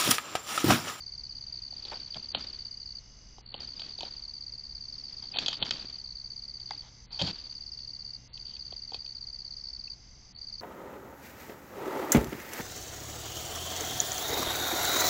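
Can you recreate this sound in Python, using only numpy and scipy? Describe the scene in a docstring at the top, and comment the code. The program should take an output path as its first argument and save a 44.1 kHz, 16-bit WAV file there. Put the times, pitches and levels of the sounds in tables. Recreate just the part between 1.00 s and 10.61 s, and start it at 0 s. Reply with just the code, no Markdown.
"""A near cricket chirps throughout, with short pauses, in quick groups of falling pulses, on a quiet
street on a summer night. Behind it, a far cricket sings across the lawn, over a distant insect chorus
and faint town rumble. Something small, perhaps a bug, taps and scuffs on the housing of the outdoor
security camera whose small microphone hears it all. Crickets are swept tones with echoes, the chorus
is bands of noise, and knocks and skids ring resonances of the housing."""
import sys
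import numpy as np
from scipy import signal
from scipy.fft import rfft, irfft, next_fast_len
from scipy.io import wavfile
from scipy.ndimage import uniform_filter1d

SR = 44100
rng = np.random.default_rng(int(sys.argv[2]) if len(sys.argv) > 2 else 0)


def to_wav(s):
    """Save 16-bit WAV."""
    ch = np.atleast_2d(s).T  # columns
    pcm = np.round(np.clip(ch, -1, 1) * 32767)  # PCM
    wavfile.write(sys.argv[1], SR, pcm.astype(np.int16))


N = 423801
TIME = np.arange(N) / SR   # seconds

# Night air and town rumble. Each row: frequency in Hz, relative spectral level in dB.
AIR_COLOUR = [(20, -1), (42, 4), (55, 5), (110, -6), (200, -9), (330, -18), (550, -22), (900, -22),
              (1600, -27), (3800, -28), (5500, -19.5), (6800, -30), (7600, -38), (8800, -50.5)]
AIR_DB = -55.5   # rms
# Distant air conditioners. Each row: frequency in Hz, usual rms level in dB.
HUM = [(41.2, -65.5), (120, -65.5)]
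# Thin faint tones that come and go. Each row: start in seconds, end in seconds, frequency in Hz, peak in dB.
WHISTLES = [(.24, 2.1, 2950, -74), (.24, 2.1, 2535, -79), (1.4, 3.4, 2892, -73), (3.05, 4.3, 2724, -80),
            (6.3, 8.5, 2805, -75)]
# Bands of far insects. Each row: centre in Hz, nominal width in Hz, usual level in dB, throbs per second.
CHORUS = [(2074, 180, -75.5, 8.2), (4400, 1200, -75.5, 54), (4700, 330, -66, 5.8), (5300, 170, -68, 41),
          (6113, 220, -63.5, 55)]
# A distant insect swells into a short trill.
# Each row: middle in seconds, half length in seconds, centre in Hz, level at the middle in dB.
TRILLS = [(.95, 0.15, 5350, -62), (4.05, 0.3, 5300, -60.5), (6.8, 0.2, 5340, -60),
          (8.697, 0.17, 5300, -58.5)]

# Resonances of the camera housing, hollow, stiff and sharp.
# Each row: frequency in Hz, width of one filter section in Hz, usual strength in dB.
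HOLLOW_MODES = [(240, 260, -13), (430, 260, -8), (640, 300, -2), (860, 280, 0)]
STIFF_MODES = [(1220, 850, 0), (1730, 2130, -3.5), (2040, 200, 1.5)]
SHARP_MODES = [(2523, 230, -5.5), (3172, 610, -0.5), (3940, 800, -3.5), (4560, 435, 5.5), (5300, 1100, -16),
               (6550, 1140, -17.5)]
# Dull bumps that shake the mount. Each row: start in seconds, rms over 25 ms in dB.
BUMPS = [(1.161, -46), (1.351, -49), (4.618, -42), (6.213, -33), (6.235, -38), (6.273, -39.5)]
# Soft rubs on the housing. Each row: peak time in seconds, peak level in dB, swell in dB per second.
RUBS = [(.6, -63.5, 24), (.93, -47, 81), (1.19, -54, 98), (1.371, -43.5, 256.5), (2.581, -47.5, 245),
        (2.85, -52.5, 63), (3.05, -50.5, 130), (4.15, -59.5, 45), (4.4, -41.5, 165), (4.728, -43, 34),
        (5.74, -54.5, 161), (6.269, -41.5, 202), (7.5, -66, 33.5), (7.72, -63, 99), (7.96, -63.5, 104)]
RUB_FADE_DB_PER_S = 80   # all rubs die away alike
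# Colour of the rubbing noise. Each row: frequency in Hz, relative spectral level in dB.
RUB_COLOUR = [(80, 0.5), (260, 6.5), (450, -1), (850, -2.5), (1300, -3), (2000, -5), (3200, 1), (4300, 4),
              (5500, -4), (7500, -22), (9000, -35)]
# Scuffs on the housing. Each row: start in seconds, length in seconds, hollow and sharp levels in dB.
SCUFFS = [(0.915, 0.023, -42, -54), (0.944, 0.028, -56, -70), (1.155, 0.015, -47, -46.5),
          (3.056, 0.028, -55.5, -54), (4.221, 0.033, -61, -54), (4.336, 0.037, -55, -40),
          (4.463, 0.086, -56, -41), (5.82, .07, -64, -60), (6.105, 0.096, -62, -47),
          (6.19, 0.019, -43.5, -32), (6.225, 0.065, -52, -40), (6.263, 0.024, -47.5, -34.5),
          (6.295, 0.016, -56, -36.5), (7.45, 0.12, -82, -58), (7.927, 0.033, -62, -55)]
# Single taps on the housing. Each row: start in seconds, hollow, stiff and sharp rms over 10 ms in dB.
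TAPS = [(0.7255, -55.5, -80, -58), (0.851, -55, -70, -39.5), (1.144, -63, -61, -40),
        (1.348, -35.5, -41.5, -24.5), (2.3823, -51.5, -70, -60), (2.5417, -44, -62, -35),
        (2.6045, -54, -73, -50), (2.7953, -56, -59, -39), (2.818, -56, -54, -42),
        (2.987, -52.5, -70, -43.5), (3.007, -47.5, -64, -37), (3.031, -40, -63, -39),
        (4.3486, -51, -60, -40), (4.359, -40.5, -53, -35), (4.3694, -47, -48, -30),
        (4.386, -43, -42.5, -23.5), (4.461, -50, -59, -28), (4.4823, -41, -44, -25),
        (4.5287, -65, -44, -34.5), (4.617, -44.5, -54, -36.5), (4.6256, -39, -42, -23),
        (4.666, -56, -46, -42), (4.7085, -45.5, -38, -25.5), (5.6023, -73, -75, -52),
        (5.7076, -37.5, -42.5, -38), (6.2149, -37.5, -48, -28.5), (6.22, -36.5, -47, -30.5),
        (6.7906, -71, -73, -52), (7.3764, -76, -71, -48.5), (7.566, -79, -82, -54),
        (7.724, -48.5, -74, -48), (7.919, -46, -74, -53), (7.944, -47.5, -71, -35.5),
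        (8.0604, -74, -72, -50)]

# The near cricket sings triplets until an odd chirp opens a new phrase.
# Each row: start in seconds, strokes in the opening chirp (0 = it falls silent until the next row).
PHRASES = [(0.009, 3), (0.528, 5), (0.623, 5), (1.003, 6), (1.775, 1), (1.861, 5), (2.019, 0), (2.46, 5),
           (2.607, 4), (2.677, 5), (2.768, 2), (2.806, 5), (2.894, 5), (2.983, 4), (3.34, 4), (3.811, 4),
           (3.886, 2), (4.041, 5), (4.129, 2), (4.227, 5), (4.32, 4), (4.395, 4), (4.465, 4), (4.724, 4),
           (4.858, 4), (5.045, 6), (5.157, 5), (5.84, 0), (6.131, 4), (6.209, 2), (6.25, 5), (6.777, 6),
           (6.995, 3), (7.051, 5), (7.193, 0), (7.33, 4), (7.455, 5), (8.05, 6), (8.57, 4), (8.642, 5),
           (8.797, 2), (8.965, 0), (9.348, 4), (9.64, 0)]
WINGBEAT_S = .0146   # usual time from stroke to stroke
STROKE_DB, SLOW_BEAT_DB_PER_MS = -34, 0.93   # usual peak of a first stroke; slower beats are louder

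# Moments when the treble drops out. Each row: start in seconds, end in seconds.
DROPOUTS = [(1.325, 1.384), (2.413, 2.599), (4.332, 4.389), (4.588, 4.646), (6.06, 6.119), (7.278, 7.335),
            (9.325, 9.384)]
CUTOFF_HZ = 8900   # top of the band


def from_db(db):
    """Decibels to gain."""
    return 10 ** (np.asarray(db) / 20)


def rms_one(x):
    """Scale to rms 1."""
    return x / np.sqrt(np.mean(x ** 2) + 1e-20)


def add(track, start, sound):
    """Mix a sound into the track from a start in seconds, trimmed to the track."""
    at = int(round(start * SR))
    lo, hi = max(at, 0), min(at + len(sound), N)
    if hi > lo:
        track[lo:hi] += sound[lo - at:hi - at]


def drift(rate, size=N):
    """A random wander of rms 1: straight lines between random knots, rate knots per second."""
    position = np.arange(size) / SR * rate
    knots = rng.standard_normal(12000)
    return rms_one(np.interp(position, np.arange(len(knots)), knots))


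def noise(gain_at):
    """Noise of rms 1 whose spectrum follows a function of frequency."""
    size = next_fast_len(N)
    hz = np.maximum(np.fft.rfftfreq(size, 1 / SR), 1)
    spectrum = rfft(rng.standard_normal(size)) * gain_at(hz)
    return rms_one(irfft(spectrum, size)[:N])


def coloured(points):
    """Noise with a spectrum given as (Hz, dB) points, joined along log frequency."""
    at, db = np.transpose(points)
    return noise(lambda hz: from_db(np.interp(np.log(hz), np.log(at), db)))


def resonate(force, modes, scatter_db=3.0):
    """Parallel resonances with steep skirts; each contact point favours them differently."""
    out = 0
    for k, (hz, width, db) in enumerate(modes):
        r = np.exp(-np.pi * width / SR)
        section = [(1 - r * r) / 2, 0, (r * r - 1) / 2, 1, -2 * r * np.cos(2 * np.pi * hz / SR), r * r]
        strength = from_db(db + scatter_db * rng.standard_normal())
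        sense = (-1) ** k   # neighbours move in opposite senses
        out = out + sense * strength * signal.sosfilt([section, section], force)
    return out


def echoes(x, t60, count=60):
    """Scattered reflections from walls, paving and shrubs; a response of unit energy."""
    delay = rng.uniform(.002, .16, count)   # seconds
    response = np.zeros(SR // 5)
    response[(delay * SR).astype(int)] = rng.standard_normal(count) * from_db(-60 * delay / t60)
    return signal.fftconvolve(x, response / np.linalg.norm(response))[:N]


def stroke(hz, rise, fall_per_s=49000, bend=4140000.0, fade=0.0071):
    """One wing stroke, centred in 20 ms: the scraper slows along the file, so the tone falls ever faster."""
    t = np.arange(-SR // 100, SR // 100) / SR
    reach = np.minimum(np.where(t < 0, -t / rise, t / fade), 1)
    swell = np.cos(np.pi / 2 * reach) ** np.where(t < 0, 1, 1.5)
    pitch = hz - fall_per_s * t - bend * t * t   # fall in Hz per s, bend in Hz per s squared
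    return swell * np.sin(2 * np.pi * (np.cumsum(pitch) / SR + rng.random()))


def town():
    """Rumble and hiss as coloured noise, with far machines as tones wavering in level and phase."""
    hum = np.zeros(N)
    for hz, db in HUM:
        level = from_db(db + 2 * drift(2.8)) * np.sqrt(2)   # rms to peak
        hum += level * np.sin(2 * np.pi * hz * TIME + 0.64 * drift(3))
    return from_db(AIR_DB) * coloured(AIR_COLOUR) + hum


def whistles():
    """Thin, nearly steady tones come in quickly and fade out over half a second."""
    out = np.zeros(N)
    for start, end, hz, db in WHISTLES:
        gate = np.clip(np.minimum((TIME - start) / .04, (end - TIME) / .5), 0, 1)
        pitch = hz + 3 * drift(14)
        out += gate * from_db(db) * np.sin(2 * np.pi * np.cumsum(pitch) / SR)
    return out


def chorus(throb=0.17):
    """Many distant singers of each kind blur into a narrow, throbbing band of noise."""
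    out = np.zeros(N)
    for centre, width, db, rate in CHORUS:
        band = noise(lambda hz: 1 / (1 + ((hz - centre) / (1.1 * width)) ** 2) ** 1.22)
        uneven_rate = rate * (1 + .15 * drift(8))
        beat = np.sin(2 * np.pi * np.cumsum(uneven_rate) / SR)
        waver_db = .7 * drift(9)
        out += band * (1 + throb * beat) * from_db(db + waver_db)
    return out


def trills(width_hz=110):
    """One far singer, a narrow band of noise, rises out of the chorus now and then."""
    out = np.zeros(N)
    for middle, half, centre, db in TRILLS:
        band = noise(lambda hz: np.exp(-((hz - centre) / width_hz) ** 2))
        out += band * from_db(db) * np.exp(-((TIME - middle) / half) ** 2)
    return out


def far_cricket(hz=4810, db=-52, period=0.058, gap=.019, echo_db=-8):
    """A second cricket of the same kind sings steady triplets across the lawn, with strong echoes."""
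    out = np.zeros(N)
    for chirp in range(170):
        start = chirp * period + rng.normal(0, .003)
        for k in range(3):
            gain = from_db(db + rng.normal(0, 1.0))
            pulse = stroke(hz + rng.normal(0, 30), rise=0.0051)
            add(out, start + k * gap, gain * pulse)
    return out + from_db(echo_db) * echoes(out, t60=0.24)


def blip(start=8.878, hz=2630, db=-44, peak_s=.0016):
    """One small rounded pip: a tone that swells at once and dies away."""
    out, t = np.zeros(N), np.arange(SR // 25) / SR
    swell = t / peak_s * np.exp(1 - t / peak_s)
    add(out, start, from_db(db) * swell * np.sin(2 * np.pi * hz * t))
    return out


def bumps(low_hz=75, high_hz=230, fade_s=0.021):
    """The mount shudders for a moment under a heavier push: a dying burst of low noise."""
    out, t = np.zeros(N), np.arange(SR // 10) / SR
    band = signal.butter(2, [low_hz, high_hz], "band", fs=SR, output="sos")
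    for start, db in BUMPS:
        push = rng.standard_normal(len(t)) * np.exp(-t / fade_s)
        shudder = rms_one(signal.sosfilt(band, push)) / 2   # rms 1 over 25 ms
        add(out, start, from_db(db) * shudder)
    return out


def rubbing(grain_db=3.0, clump_db=2.0):
    """A soft crackly rustle, noise of uneven grain, swells to each peak and dies away after it."""
    levels = [db - np.maximum(swell * (peak - TIME), RUB_FADE_DB_PER_S * (TIME - peak))
              for peak, db, swell in RUBS]
    level_db = np.max(levels, axis=0)   # the loudest rub wins
    grains = rms_one(from_db(grain_db * drift(400) + clump_db * drift(70)))
    return coloured(RUB_COLOUR) * grains * from_db(level_db)


def scuffs(grain_db=-1.5, stiff_db=-4, rise_s=0.00073, fade_s=0.0046):
    """Dense uneven slips, as noise under a brief pressure, shake the same modes as the taps."""
    out, t = np.zeros(N), np.arange(SR // 8) / SR
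    for start, length, hollow_db, sharp_db in SCUFFS:
        pressure = np.clip(t / rise_s, 0, 1) * np.exp(-np.maximum(t - length, 0) / fade_s)
        grains = from_db(grain_db * drift(586.6, size=len(t)))
        force = pressure * rng.standard_normal(len(t)) * grains
        parts = ((HOLLOW_MODES, hollow_db), (SHARP_MODES, sharp_db), (STIFF_MODES, hollow_db + stiff_db))
        for modes, db in parts:
            ring = np.sqrt(length / t[-1]) * rms_one(resonate(force, modes))   # longer scuffs carry more
            add(out, start, from_db(db) * ring)
    return out


def taps(contact_s=0.0031, grit=0.22, echo_db=-15):
    """A contact with a short gritty skid, a click and dying noise, rings the housing."""
    out, t = np.zeros(N), np.arange(SR // 25) / SR
    for start, *levels in TAPS:
        force = (t == 0) + grit * rng.standard_normal(len(t)) * np.exp(-t / contact_s)
        for modes, db in zip((HOLLOW_MODES, STIFF_MODES, SHARP_MODES), levels):
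            ring = rms_one(resonate(force, modes)) / 2   # rms 1 over 10 ms
            add(out, start, from_db(db) * ring)
    return out + from_db(echo_db) * echoes(out, t60=0.14)


def chirps():
    """The wings beat steadily and skip one beat after each chirp; gives (start s, strokes, beat s)."""
    for (start, strokes), (end, _) in zip(PHRASES, PHRASES[1:]):
        opening = round(strokes)
        if opening:
            beats_left = (end - start) / WINGBEAT_S - opening - 1
            triplets = max(round(beats_left / 4), 0)
            phrase = [opening] + [3] * triplets
            beat = (end - start) / (sum(phrase) + len(phrase))   # fills the phrase exactly
            for count in phrase:
                yield start, count, beat
                start += (count + 1) * beat


def near_cricket(first_hz=4710, later_hz=4600, scatter_hz=34, sag_db=0.96, chirp_db=0.47, stroke_db=0.8,
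                 sweep_scatter=.15, hurry_s=.0004, first_rise=0.0056, later_rise=0.0041,
                 wall_s=.012, wall_db=-20, echo_db=-20):
    """Chirps ease into a usually highest, loudest stroke; later ones hurry, start sharply and sweep unevenly."""
    out = np.zeros(N)
    for start, strokes, beat in chirps():
        db = STROKE_DB + SLOW_BEAT_DB_PER_MS * (beat - WINGBEAT_S) * 1000
        db += chirp_db * rng.standard_normal()
        for k in range(strokes):
            hz = later_hz + (first_hz - later_hz) * 0.25 ** k + scatter_hz * rng.standard_normal()
            gain = from_db(db - sag_db * min(k, 2) + stroke_db * rng.standard_normal())
            fall = 47000 * (1 + sweep_scatter * rng.standard_normal())   # Hz per s
            pulse = stroke(hz, later_rise if k else first_rise, fall_per_s=fall)
            middle = start + k * beat + (-hurry_s if k else hurry_s)
            add(out, middle - len(pulse) / SR / 2, gain * pulse)
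    wall = np.pad(out, (int(wall_s * SR), 0))[:N]   # the house front sends each stroke back
    return out + from_db(wall_db) * wall + from_db(echo_db) * echoes(out, t60=0.19)


def scene():
    """Everything reaches one microphone."""
    background = town() + whistles()
    insects = chorus() + trills() + far_cricket() + near_cricket()
    housing = bumps() + rubbing() + scuffs() + taps()
    return (background + insects + housing + blip())[None]


def record(dry, dull_stop_hz=4520 * 1.092, microphone_hz=7900):
    """Peaks are rounded, the treble drops out for moments, and the band ends near 9 kHz."""
    rounded = .3 * np.tanh(dry / .3)
    sound = signal.sosfilt(signal.butter(8, microphone_hz, fs=SR, output="sos"), rounded)
    dull = signal.sosfiltfilt(signal.cheby2(12, 40, dull_stop_hz, fs=SR, output="sos"), sound)
    dropped = sum((TIME > start) & (TIME < end) for start, end in DROPOUTS)
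    share = uniform_filter1d(dropped.astype(float), size=250)   # short crossfades
    top = signal.firwin(301, CUTOFF_HZ, fs=SR)
    return signal.fftconvolve(sound + share * (dull - sound), top[None], mode="same")


dry = scene()
out = record(dry)
to_wav(out)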